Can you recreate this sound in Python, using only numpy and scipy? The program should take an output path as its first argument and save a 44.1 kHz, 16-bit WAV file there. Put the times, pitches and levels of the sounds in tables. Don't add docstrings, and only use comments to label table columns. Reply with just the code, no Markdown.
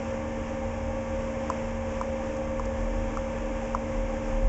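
import sys
import numpy as np
from scipy import signal
from scipy.fft import rfft, irfft
from scipy.io import wavfile
from scipy.ndimage import uniform_filter1d

SR = 44100
rng = np.random.default_rng(int(sys.argv[2]) if len(sys.argv) > 2 else 0)


def dump_mix(stems):
    frames = np.atleast_2d(stems).T
    limited = np.clip(frames, -1, 1)
    pcm = np.round(limited * 32767).astype(np.int16)
    wavfile.write(sys.argv[1], SR, pcm)


N = 197744
TIME = np.arange(N) / SR
BIN_HZ = np.maximum(np.fft.rfftfreq(N, 1 / SR), 1)

# multiple of the turning rate, level in dB.
SPINDLE_TONES = [(3, -38.5), (4, -55), (5, -69.5), (8, -57), (12, -49.5), (13, -57), (21, -60), (24, -75.5),
                 (28, -65.5), (35, -65.5), (49, -80)]
# time in seconds, level in dB.
WHINE_LEVELS = [(0, -36.8), (.7, -36.5), (1.7, -35), (2.9, -35.5), (4.48, -36.5)]
# frequency in Hz, level in dB per Hz.
AIR_SPECTRUM = [(100, -64), (190, -72.5), (370, -78), (680, -76.5), (1200, -79.5), (1480, -80),
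                (1900, -82.5), (2600, -83), (3300, -91), (4000, -104), (4450, -103), (5400, -92),
                (7500, -92.6), (8200, -110.5)]
# pitch in Hz, width in Hz, peak level in dB per Hz.
CASE_RESONANCES = [(163, 20, -71), (221.5, 18, -69.5), (289.6, 39, -63), (455.5, 52, -65),
                   (538.5, 79.5, -63.5), (593, 44, -70.5), (796, 73, -66.5), (1013, 170, -75),
                   (1129, 70, -71), (1747, 97, -75.5), (2110, 140, -79), (2326, 90, -78.5),
                   (3240, 260, -93), (6540, 350, -92)]
# pitch in Hz, width in Hz, peak level in dB per Hz.
DESK_RESONANCES = [(20, 4, -59.5), (39, 11, -51.5), (72, 9, -56), (101, 16, -67.5)]
# middle in seconds, half length in seconds, level in dB.
DRONE_SWELLS = [(.75, 0.48, -41.5), (1.76, 0.12, -39), (2.87, .25, -41)]
# start in seconds, gain of the deep notes in dB, gain of the upper notes in dB,
# level of the scrape in dB, length of the scrape in seconds.
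PLASTIC_TICKS = [(1.4996, -18.5, -23, -41, 0.0042), (2.0119, -23, -24.5, -48, 0.0041),
                 (2.366, -50, -47, -51, .007), (2.5955, -26.5, -30, -48.5, .004),
                 (2.652, -46, -45, -51, .009), (3.1709, -43, -21, -47.5, 0.0038),
                 (3.7476, -19.5, -19, -45, 0.0044)]
# pitch in Hz, relative level in dB, fade time in seconds.
PLASTIC_NOTES = [(668, -12, 0.0065), (1016, 3, 0.0038), (1170, 0.5, 0.0026), (1316, -11, 0.0041)]
# strongest moment in seconds, gain in dB.
HAND_SHIFTS = [(2.62, -38), (2.81, -31), (2.97, -33.5), (3.15, -35.5), (3.96, -30.5), (4.29, -24.5),
               (4.45, -22)]
# frequency in Hz, relative level in dB per Hz.
RUB_SPECTRUM = [(12, -47.5), (35, -27), (70, -30), (150, -44.5), (300, -60), (700, -81.5)]


def undb(db):
    return 10 ** (np.asarray(db) / 20)


def wander(rate):
    hold = max(int(SR / rate), 1)
    steps = np.repeat(rng.standard_normal(N // hold + 2), hold)
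    steps = steps[rng.integers(hold):][:N]
    smooth = uniform_filter1d(uniform_filter1d(steps, hold), hold)
    return (smooth - smooth.mean()) / smooth.std()


def turning(hz, drift):
    speed = hz * (1 + drift * wander(1.99))
    return 2 * np.pi * (np.cumsum(speed) / SR + rng.random())


def tone(angle, db):
    return np.sqrt(2) * undb(db) * np.sin(angle + 2 * np.pi * rng.random())


def spectrum(points):
    hz, db = np.transpose(points)
    return undb(np.interp(np.log(BIN_HZ), np.log(hz), db)) ** 2


def resonances(peaks):
    power = 0
    for hz, width, db in peaks:
        off_pitch = (BIN_HZ ** 2 - hz ** 2) / (BIN_HZ * width)
        power += undb(db) ** 2 / (1 + off_pitch ** 2 / 2) ** 2
    return power


def noise(power):
    return irfft(rfft(rng.standard_normal(N)) * np.sqrt(power * SR / 2), N)


def throb(hz, drift, waver_db):
    pitch = hz * (1 + drift * wander(25))
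    return tone(2 * np.pi * np.cumsum(pitch) / SR, waver_db * wander(18))


def spindle(angle, waver_db=-0.04, sway_db=1.02, flutter_db=1.27):
    hum = sum(tone(multiple * angle, db + waver_db * wander(5.4)) for multiple, db in SPINDLE_TONES)
    whine_db = np.interp(TIME, *np.transpose(WHINE_LEVELS))
    whine_db = whine_db + sway_db * wander(5) + flutter_db * wander(23.96)
    return hum + tone(7 * angle, whine_db)


def air(angle, pulse_depth=0.053, flicker_db=0.95):
    rush = noise(spectrum(AIR_SPECTRUM) / (1 + (50 / BIN_HZ) ** 4))
    rush *= 1 + pulse_depth * np.sin(angle)
    rush *= undb(flicker_db * wander(12))
    return rush + noise(resonances(CASE_RESONANCES))


def fan(blade_hz=303.7, level_db=-48, waver_db=2.5):
    return tone(turning(blade_hz, drift=0.0017), level_db + waver_db * wander(7.1))


def mains(hz=120):
    return tone(2 * np.pi * hz * TIME, db=-52.5)


def drone(resting_db=-48):
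    desk = noise(resonances(DESK_RESONANCES))
    swells = sum(undb(db) ** 2 * np.exp(-((TIME - middle_s) / half_s) ** 2)
                 for middle_s, half_s, db in DRONE_SWELLS)
    strength = np.sqrt(undb(resting_db) ** 2 + swells)
    return desk + strength * throb(hz=83.15, drift=0.064, waver_db=2.5)


def ticks(rise_s=0.00145, upper_from_hz=1090):
    out = np.zeros(N)
    t = np.arange(SR // 25) / SR
    push = 1 - np.exp(-(t / rise_s) ** 2)
    since_push = t - rise_s
    treble = signal.butter(3, [5000, 7700], "band", fs=SR, output="sos")
    for start_s, deep_db, upper_db, scrape_db, scrape_s in PLASTIC_TICKS:
        ring = 0
        for hz, db, fade_s in PLASTIC_NOTES:
            strength = undb(db + (upper_db if hz > upper_from_hz else deep_db))
            ring += strength * np.exp(-since_push / fade_s) * np.cos(2 * np.pi * hz * since_push)
        burst = rng.standard_normal(len(t)) * np.exp(-(t / scrape_s) ** 4)
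        scrape = signal.sosfilt(treble, burst)
        scrape *= undb(scrape_db) / scrape[t < scrape_s].std()
        start = int(start_s * SR)
        out[start:start + len(t)] += push * ring + scrape
    return out


def hand_rumble(rise_s=0.045, fade_s=0.12, grip_from_s=2.52, grip_db=-38.5):
    power = undb(grip_db) ** 2 * np.clip((TIME - grip_from_s) / rise_s, 0, 1)
    for peak_s, db in HAND_SHIFTS:
        shape = np.exp(-np.where(TIME < peak_s, (peak_s - TIME) / rise_s, (TIME - peak_s) / fade_s))
        power += (undb(db) * shape) ** 2
    rocking = throb(hz=39.45, drift=0.08, waver_db=1.9)
    rub = noise(spectrum(RUB_SPECTRUM))
    return np.sqrt(power) * (rocking + rub)


def scene():
    disc_angle = turning(hz=76.36, drift=0.000607)
    computer = spindle(disc_angle) + air(disc_angle) + fan() + mains() + drone()
    return (computer + ticks() + hand_rumble())[None]


def record(dry, top_hz=7850):
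    return signal.sosfilt(signal.cheby1(14, .1, top_hz, fs=SR, output="sos"), dry)


dry = scene()
out = record(dry)
dump_mix(out)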